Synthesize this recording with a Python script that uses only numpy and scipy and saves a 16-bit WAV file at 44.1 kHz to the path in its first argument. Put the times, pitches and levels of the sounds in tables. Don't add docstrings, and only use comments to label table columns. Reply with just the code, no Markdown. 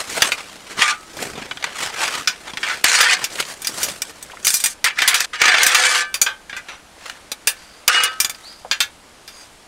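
import sys
import numpy as np
from scipy import signal
from scipy.fft import irfft
from scipy.io import wavfile
from scipy.ndimage import uniform_filter1d

SR = 44100
rng = np.random.default_rng(int(sys.argv[2]) if len(sys.argv) > 2 else 0)


def dump_mix(stems):
    frames = np.atleast_2d(stems).T
    limited = np.clip(frames, -1, 1)
    pcm = np.round(limited * 32767).astype(np.int16)
    wavfile.write(sys.argv[1], SR, pcm)


N = 426447
HOP = 128
FRAME_S = np.arange(N // HOP + 2) * HOP / SR


def amp(db):
    return 10 ** (np.asarray(db) / 20)


def unit_rms(x):
    return x / np.sqrt(np.mean(x ** 2) + 1e-20)


def spectrum_db(points, hz):
    point_hz, db = np.transpose(points)
    return np.interp(np.log(hz + 1), np.log(point_hz + 1), db)


def add(mix, start_s, sound):
    part = mix[round(start_s * SR):][:len(sound)]
    part += sound[:len(part)]


def shelf(hz, zero_hz, one_hz):
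    return np.clip(np.log((hz + 1) / zero_hz) / np.log(one_hz / zero_hz), 0, 1)


def power_sum(levels_db, *traits):
    power = amp(levels_db) ** 2 + 1e-20
    total = power.sum(0)
    return np.sqrt(total), *((power * trait).sum(0) / total for trait in traits)


def per_sample(frames):
    return np.interp(np.arange(N) / HOP, np.arange(len(frames)), frames)


def coloured(x, spectrum, bass_db, treble_db, patchy_db):
    hz, _, bins = signal.stft(x, SR, nperseg=4 * HOP, noverlap=3 * HOP)
    shape = amp(spectrum_db(spectrum, hz))
    shape /= np.sqrt(np.sum(shape[(hz > 1000) & (hz < 5000)] ** 2) / len(hz))
    patches = uniform_filter1d(rng.standard_normal(bins.shape), size=3, axis=0)
    patches = unit_rms(uniform_filter1d(patches, size=12, axis=1))
    tilt_db = np.outer(shelf(hz, 990, 320), bass_db) + np.outer(shelf(hz, 2660, 10700), treble_db)
    gain = shape[:, None] * amp(tilt_db + patchy_db * patches)
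    return signal.istft(bins * gain, SR, nperseg=4 * HOP, noverlap=3 * HOP)[1][:N]


def shot_noise(pulse, per_s, spread_db):
    strength = amp(spread_db * np.minimum(rng.exponential(1, N), 4))
    impulses = unit_rms(strength * (rng.random(N) < per_s / SR))
    return signal.oaconvolve(impulses, pulse)[:N]


def outdoor_hiss():
    # frequency in Hz, relative spectral density in dB.
    spectrum = [(12, -30), (20, 0.5), (153, -15.5), (191, -6.5), (246, -13), (299, -7), (364, -11.5),
                (691, -9), (10000, -22.5), (15700, -42)]
    hz = np.fft.rfftfreq(1024, 1 / SR)
    real, imag, patches = rng.standard_normal((N // 256 + 5, 513, 3)).T
    patches = unit_rms(uniform_filter1d(uniform_filter1d(patches, size=12, axis=0), size=14, axis=1))
    bins = (real + 1j * imag) * amp(spectrum_db(spectrum, hz)[:, None] + 0.99 * patches)
    return amp(-46.5) * unit_rms(signal.istft(bins, nperseg=1024, noverlap=768)[1][:N])


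def cloth_rustle():
    # frequency in Hz, relative spectral density in dB.
    spectrum = [(35, -49), (60, -16), (527, -5.5), (682, -5.5), (732, -4.5), (1110, -4.5), (1410, -2.5),
                (1550, -2.5), (8510, -12), (16000, -31.5)]
    # peak time in seconds, seconds to fade by 12 dB,
    # then relative level, bass and treble in dB.
    strokes = [(0.0, 0.0443, -23, -3, 0.5), (0.17, .08, -20, 2, 2.5), (0.255, .045, -18, -7, -0.5),
               (0.395, 0.06, -31, -1, -4), (0.5, 0.23, -40, 0, -0.5), (0.715, .05, -29, 2, -3),
               (0.795, .035, -30, 13, -1), (1.229, 0.0648, -27, 10, 4), (1.37, 0.1, -37.5, 15, -7),
               (1.43, 0.07, -33, 6, -7), (1.68, 0.1, -29, 1, -12), (1.83, 0.07, -22.5, -1, 0.5),
               (1.9, .08, -29.5, -1, -11), (2.031, .06, -16, -5, -3), (2.15, 0.05, -21.5, -5, -1.5),
               (2.2, .04, -28, 4, 0.5), (2.33, .07, -35.5, -11, -12), (2.48, .04, -31, -11, -11.5),
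               (2.69, 0.07, -24.5, -7, -2.5), (2.77, 0.04, -33, 4, 0), (3.22, .06, -27, 0.5, -2),
               (3.34, .05, -32.5, 0, 4), (3.405, 0.04, -23, 2, 4.5), (3.49, .05, -29.5, -2, 5),
               (3.81, 0.11, -26, 5, 8.5), (3.9, .04, -30, 9, 7.5), (4.07, .08, -40, 4.5, 5),
               (6.72, 0.05, -30.5, -9, -18), (7.085, 0.08, -32.5, -7, -3), (7.6, .3, -46, -6, 0),
               (7.84, .02, -42, 14, -12), (8.1, .15, -36, -6, -6), (9.4, .15, -46, -8, 4),
               (8.44, .3, -47, -6.5, 5.5)]
    # start and end in seconds, then relative level, bass and treble in dB.
    handling = (0, 4.5, -46.5, 10, 4)
    start, end, steady_db, steady_bass_db, steady_treble_db = handling
    peak_s, fade_s, db, bass_db, treble_db = np.array(strokes).T[..., None]
    strokes_db = db - 12 * np.maximum(FRAME_S - peak_s, (peak_s - FRAME_S) / 0.91) / fade_s
    handling_db = np.where((FRAME_S >= start) & (FRAME_S < end), steady_db, -120)
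    level, bass, treble = power_sum(np.vstack([strokes_db, handling_db]),
                                    amp(np.vstack([bass_db, steady_bass_db])) ** 2,
                                    amp(np.vstack([treble_db, steady_treble_db])) ** 2)
    puffs = shot_noise(np.exp(-np.arange(800) / (.004 * SR)), per_s=250, spread_db=3.0)
    slip = per_sample(level) * unit_rms((0.98 + unit_rms(puffs)) * rng.standard_normal(N))
    return amp(-2.2) * coloured(slip, spectrum, 10 * np.log10(bass), 10 * np.log10(treble), patchy_db=2.4)


def blows():
    # time in seconds, relative level, thud and treble in dB, resonance in Hz,
    # midrange 60 dB decay time in seconds.
    impacts = [(0.2207, 3.5, -23, -20.5, 3280, 0.069), (0.319, -4.5, -22, -24.5, 2350, 0.094),
               (0.826, -9, -19, -38, 2530, 0.18), (0.789, -21.5, 22, -30, 900, 0.1),
               (1.168, -21, 20, -13, 900, 0.08), (1.354, -23, 18, -30, 1010, 0.1),
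               (1.378, -20, 14.5, -30, 800, 0.06), (1.511, -13.5, -6, -49, 2200, 0.059),
               (1.5718, -20, -28, -33, 1540, 0.058), (1.6255, -17.5, -22, -37, 1910, 0.048),
               (1.6413, -7, -14, -28, 1920, 0.055), (2.2742, -1.5, -44, -25, 5300, 0.14),
               (2.0785, -11, -20, -24, 1480, 0.05), (2.139, -16, -25, -30, 1200, 0.2),
               (2.5347, -20, -1, -34, 1010, 0.07), (2.5716, -12.5, -16, -29, 1910, 0.071),
               (2.6304, -9, -20, -36, 1200, 0.15), (2.697, -12, -25, -35, 1500, 0.2),
               (2.8422, 3.5, -18, -15, 2200, 0.03), (3.0098, -2, -38, -15, 2110, 0.15),
               (3.2414, -6.5, -24, -12.5, 5640, 0.094), (3.619, -19, -30, -6, 8600, 0.086),
               (3.6462, -14, -32, -15, 6100, 0.11), (3.6707, -6.5, -46, -7, 4800, 0.1),
               (3.8306, -6.5, -18, -6, 5740, 0.15), (4.0196, -8, -43, -10.5, 8100, 0.063),
               (4.2268, -20.5, -30, -2, 8600, 0.078), (4.448, -6, -40, -7, 6570, 0.13),
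               (4.469, -1.5, -51, -8, 2100, 0.05), (4.478, -4, -50, -8, 5200, 0.1),
               (4.504, -5.5, -42, -5, 8950, 0.058), (4.5408, -3, -33, 3, 5630, 0.16),
               (4.6018, -13, -37, -9, 8450, 0.13), (4.6391, -3, -50, -10.5, 8750, 0.13),
               (4.659, -4, -50, -10, 8500, 0.1), (4.8423, -2.5, -29, -14, 2120, 0.11),
               (4.987, -5, -31, -25.5, 2150, 0.082), (5.019, -2.5, -18, -26, 3180, 0.11),
               (5.077, 0.5, -23, -12.5, 1960, 0.14), (5.1429, -2, -27, -18, 1630, 0.15),
               (5.2043, -7, -29, -13, 5150, 0.063), (5.4169, 1.5, -22, -27, 2000, 0.046),
               (5.4559, -5, -25, -30, 2400, .1), (5.4813, -3, -25, -30, 2020, .1),
               (5.5826, -6, -20, -30, 1700, .1), (5.5406, -3, -9, -38, 2100, 0.095),
               (5.632, -0.5, -29, -12, 5900, 0.08), (5.665, 1.5, -42, -9, 1680, 0.12),
               (5.7467, -0.5, -38, -23, 1800, 0.17), (6.1417, -7.5, -26, -12.5, 2600, 0.13),
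               (6.2154, 2, -9, -6, 6400, 0.13), (6.263, -8, -14.5, -33, 1530, 0.21),
               (6.496, -20, -30, -39, 1620, 0.14), (6.528, -19, -12, -47, 1490, 0.23),
               (6.5657, -19, -24, -24, 1590, 0.16), (6.6853, -22.5, -13, -32, 2320, 0.19),
               (7.097, -17.5, -36, -25, 1400, 0.035), (7.317, -11.5, -10, -12, 3900, 0.081),
               (7.4722, -1, -15, -9.5, 2680, 0.14), (7.8788, 3, -10, -4.5, 5130, 0.045),
               (8.036, -4, -38, -8, 9200, 0.08), (8.2019, -1, -35, -4.5, 5500, 0.13),
               (8.2463, -5, -20, -13.5, 6960, 0.1), (8.296, -13.5, -31, -8, 2400, 0.1),
               (8.347, -27, -15, -19, 4640, 0.068), (8.7124, -3, -17.5, -27, 4820, 0.17),
               (8.804, -2.5, -29, -19, 3680, 0.15), (9.2773, -25, -27, -16, 4830, 0.19)]
    rod_modes = [2400, 3560, 4800, 5950, 6900, 8500, 9800, 10750, 12400, 13400]
    t, hz = np.arange(8192) / SR, np.fft.rfftfreq(8192, 1 / SR)
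    sound, force = np.zeros(N), np.zeros(N)
    high, low = shelf(hz, 1500, 4900), shelf(hz, 600, 250)
    attack, onset = np.minimum(t / 0.0016, 1), slice(250)
    for start, db, thud_db, treble_db, peak_hz, t60 in impacts:
        real, imag, roughness, scatter = rng.standard_normal((4, len(hz)))
        peak_db = (7.5 + 6 * shelf(peak_hz, 2000, 1400)) * np.exp(-(np.log((hz + 1) / peak_hz) / .1) ** 2)
        tilt_db = shelf(hz, 1450, 320) * thud_db + shelf(hz, 3030, 12500) * (treble_db + 11.5)
        shape_db = peak_db + tilt_db - 30 * shelf(hz, 200, 60) - 11.3 * shelf(hz, 6600, 16200)
        lumps_db = 5.2 * unit_rms(uniform_filter1d(roughness, size=12))
        bins = amp(shape_db + lumps_db) * (real + 1j * imag)
        thump = amp(8) * irfft(bins * low) * amp(-60 * t / 0.035) * attack
        body = irfft(bins * (1 - high - low)) * amp(-60 * t / t60) * attack
        top = irfft(bins * high) * amp(-60 * t / (0.76 * t60)) * np.minimum(t / 0.00033, 1)
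        clack = (thump + body + top) * (1 + 0.4 * np.exp(-t / 0.0013))
        rod_hz = np.array(rod_modes) * (1 + .012 * scatter[:len(rod_modes)])
        rod_db = np.interp(rod_hz, hz, shape_db) + 3.0 * scatter[-len(rod_modes):]
        rod = (amp(rod_db)[:, None] * np.sin(2 * np.pi * rod_hz[:, None] * t)).sum(0)
        rod *= amp(-60 * t / (.78 * t60))
        rod_gain = amp(-1.5 + .22 * treble_db)
        blow = clack / np.std(clack[onset]) + rod_gain * rod / np.std(rod[onset])
        add(sound, start, amp(db - 8) * blow / np.sqrt(np.mean(blow[onset] ** 2)))
        add(force, start, amp(db - 26) * roughness[:60])
    return sound, force


def slat_ring(stack_force, loose_force):
    # mode frequency in Hz, relative level in dB, 60 dB decay time in seconds.
    panel_modes = [(1200, 4, .25), (1287, -10, .7), (1453, -12, .35), (2350, -4, .17)]
    # mode frequency in Hz, relative level stacked and loose in dB, 60 dB decay time in seconds.
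    slat_modes = [(509, -13, -20, .35), (744, -7, -35, 0.2), (1198, -4, -11, 0.25), (1286, -20, -9, 0.8),
                  (1470, -12, -15, 0.45), (1553, -6, -6, .45), (1730, 2, -22, 0.26), (1821, -8, -5, 0.3),
                  (2330, -2.5, -22, 0.3), (2590, -8, -10, 0.22), (2901, -23, 5, 0.45),
                  (3414, -8, -23, 0.25), (3560, -6, -12, 0.16), (4480, -13, -18, 0.27),
                  (4800, -5, -5, 0.14), (6380, -6, -10, 0.12)]
    t = np.arange(SR // 2) / SR
    panel = sum(amp(db - 60 * t / t60) * np.sin(2 * np.pi * hz * t) for hz, db, t60 in panel_modes)
    hz, stacked_db, loose_db, t60 = np.array(slat_modes).T[..., None]
    modes = amp(-60 * t / t60) * np.sin(2 * np.pi * hz * t)
    early = np.arange(N) < 1.1 * SR
    ring = signal.oaconvolve(stack_force * early, panel)
    ring += signal.oaconvolve(stack_force * ~early, (amp(stacked_db) * modes).sum(0))
    ring += signal.oaconvolve(loose_force, (amp(loose_db) * modes).sum(0))
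    return amp(-27) * ring[:N]


def squeaks():
    # start and end in seconds, first, middle and last pitch in Hz, width in Hz, level in dB.
    rubs = [(0.227, 0.31, 8260, 8500, 8300, 100, -34), (6.69, 6.78, 5950, 5880, 5950, 130, -49),
            (7.53, 7.849, 4640, 4720, 4800, 550, -52.5), (9.296, 9.465, 4750, 4850, 4700, 200, -48),
            (9.302, 9.455, 6540, 6550, 6200, 200, -52), (9.3, 9.46, 8900, 9000, 8600, 150, -58)]
    out = np.zeros(N)
    for start, end, start_hz, middle_hz, end_hz, width_hz, db in rubs:
        u = np.linspace(-1, 1, round((end - start) * SR))
        hz = middle_hz + u * (end_hz - start_hz) / 2 + u ** 2 * ((start_hz + end_hz) / 2 - middle_hz)
        pole = np.exp(-np.pi * width_hz / SR)
        noise = rng.standard_normal((2, SR // 2))
        real, imag = signal.lfilter([1], [1, -2 * pole, pole * pole], noise)[:, -len(u):]
        tone = ((real + 1j * imag) * np.exp(2j * np.pi * np.cumsum(hz) / SR)).real
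        add(out, start, amp(db) * unit_rms(tone) * signal.windows.tukey(len(u), .4))
    return out


def clatter():
    # frequency in Hz, relative spectral density in dB.
    spectrum = [(59, -65), (100, -59), (411, -32), (508, -9), (589, -40), (758, -6), (1310, -8.5),
                (1730, 2.5), (8580, -7), (15500, -35.5)]
    # start, end and build-up time in seconds, then relative level, change by the end,
    # treble, drive of the stack and drive of a loose slat in dB.
    shakes = [(0.794, 0.913, .025, -12.5, -4, -3, -13, -60), (2.66, 2.734, 0.043, -23, -3, -13, -20, -45),
              (2.842, 2.993, 0.0034, -12.5, -0.5, 1.5, -22, -34),
              (3.002, 3.139, .02, -13, 0, -3.5, -22, -33),
              (4.469, 4.58, 0.031, -27.5, -5.5, 21.5, -45, -40), (4.6, 4.718, .02, -39, 1, 19, -45, -40),
              (4.845, 4.878, .002, -17, 2, -5.5, -22, -37),
              (4.992, 5.063, .04, -17.5, -2.5, -6.5, -20, -36), (5.078, 5.129, .01, -15, -1, -10, -19, -37),
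              (5.15, 5.25, .01, -21, -1.5, 3, -20, -37), (5.334, 5.356, .004, -23, 1, -8, -18, -30),
              (5.419, 5.614, .05, -12.5, -2.5, -9, -13.5, -31),
              (5.622, 5.852, .02, -14.5, 1, 0, -13.5, -32), (5.85, 6.007, .02, -14, -4, 3, -13, -34),
              (7.881, 7.94, .003, -14.5, 0, -4, -24, -20), (7.947, 8.065, .01, -14.5, -4, -6, -19, -12)]
    start, end, build_s, db, sag_db, treble_db, stacked_db, loose_db = np.array(shakes).T[..., None]
    release_db_per_s = 420
    held_db = db + sag_db * np.clip((FRAME_S - start) / (end - start), 0, 1)
    build_db = 24.5 * np.maximum(start - FRAME_S, 0) / build_s
    release_db = release_db_per_s * np.maximum(FRAME_S - end, 0)
    dulling_db = 0.59 * release_db_per_s * np.clip(FRAME_S - end, 0, .1)
    level, treble_db, stacked, loose = power_sum(held_db - build_db - release_db, treble_db - dulling_db,
                                                 amp(stacked_db), amp(loose_db))
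    level = per_sample(level)
    bursts = shot_noise(np.exp(-np.arange(2000) / (.005 * SR)), per_s=260, spread_db=2.2)
    drive = level * unit_rms((0.76 + unit_rms(bursts)) * rng.standard_normal(N))
    t = np.arange(3000) / SR
    envelope = amp(-60 * t / 0.067) * np.minimum(t / .001, 1)
    tubes = sum(shot_noise(envelope * np.sin(2 * np.pi * hz * t), per_s=25, spread_db=3.2)
                for hz in np.geomspace(1250, 2500, num=10))
    tube_share = np.minimum(amp(-.6 * (per_sample(treble_db) + 5.5)), 1)
    knocks = coloured(drive, spectrum, np.zeros_like(treble_db), treble_db, patchy_db=3.0)
    sound = amp(-4.5) * knocks + amp(-6) * level * tube_share * unit_rms(tubes)
    jolt = np.zeros(N)
    jolt[(start[:, 0] * SR).astype(int)] = amp(db + loose_db + 36)[:, 0]
    return sound, per_sample(stacked) * drive, per_sample(loose) * drive + jolt


def snaps():
    # start in seconds, relative level in dB, centre frequency in Hz.
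    events = [(0.8154, -4, 2200), (1.1886, -19, 1500), (1.421, -20, 2000), (3.3238, -23, 5000),
              (3.3543, -17, 3600), (3.3887, -14, 1800), (3.424, -16, 2600), (3.451, -21, 4500),
              (4.2976, -25, 1700), (4.316, -25, 2500), (4.333, -27, 900), (4.3705, -25, 1700),
              (4.4278, -27, 6000), (8.647, -20, 700)]
    t, out = np.arange(2000) / SR, np.zeros(N)
    for start, db, hz in events:
        band = signal.butter(2, [hz / 1.3, hz * 1.3], "band", fs=SR)
        fuzz = unit_rms(signal.lfilter(*band, rng.standard_normal(len(t))))
        t60 = .025 + 40 / hz
        add(out, start, amp(db - 6 - 60 * t / t60) * np.minimum(t / .001, 1) * fuzz)
    return out


def far_bird():
    # time in seconds, pitch in Hz.
    glide = [(8.426, 3400), (8.46, 4520), (8.506, 5000), (8.54, 5060)]
    times, pitches = np.transpose(glide)
    start, end = times[0], times[-1]
    t = np.arange(start, end, 1 / SR)
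    waver = 1 + .009 * unit_rms(uniform_filter1d(rng.standard_normal(len(t)), size=60))
    envelope = signal.windows.tukey(len(t), .6) * amp(-12.5 * (t - start) / (end - start))
    call = envelope * np.sin(2 * np.pi * np.cumsum(np.interp(t, times, pitches) * waver) / SR)
    echoes = rng.standard_normal(12000) * amp(-60 * np.arange(12000) / (.45 * SR))
    heard = signal.fftconvolve(call, echoes / np.linalg.norm(echoes))
    add(heard, 0, 0.65 * call)
    out = np.zeros(N)
    add(out, start, amp(-31.5) * heard)
    return out


def scene():
    shaken, stack_force, loose_force = clatter()
    struck, blow_force = blows()
    metal = shaken + slat_ring(stack_force + blow_force, loose_force)
    metal = signal.lfilter(*signal.butter(3, 330, "high", fs=SR), metal)
    near = cloth_rustle() + metal + struck + snaps() + squeaks()
    near = signal.lfilter(*signal.butter(2, 50, "high", fs=SR), near)
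    t = np.arange(N) / SR
    gate = uniform_filter1d(1. * ((t < 5.258) | (t > 5.328)), size=100)
    return (outdoor_hiss() + far_bird() + gate * near)[None]


def record(dry):
    lowpass = signal.firwin(511, cutoff=15800, window=("kaiser", 9), fs=SR)
    return signal.oaconvolve(np.clip(dry, -1, 1), lowpass[None], "same")


dry = scene()
out = record(dry)
dump_mix(out)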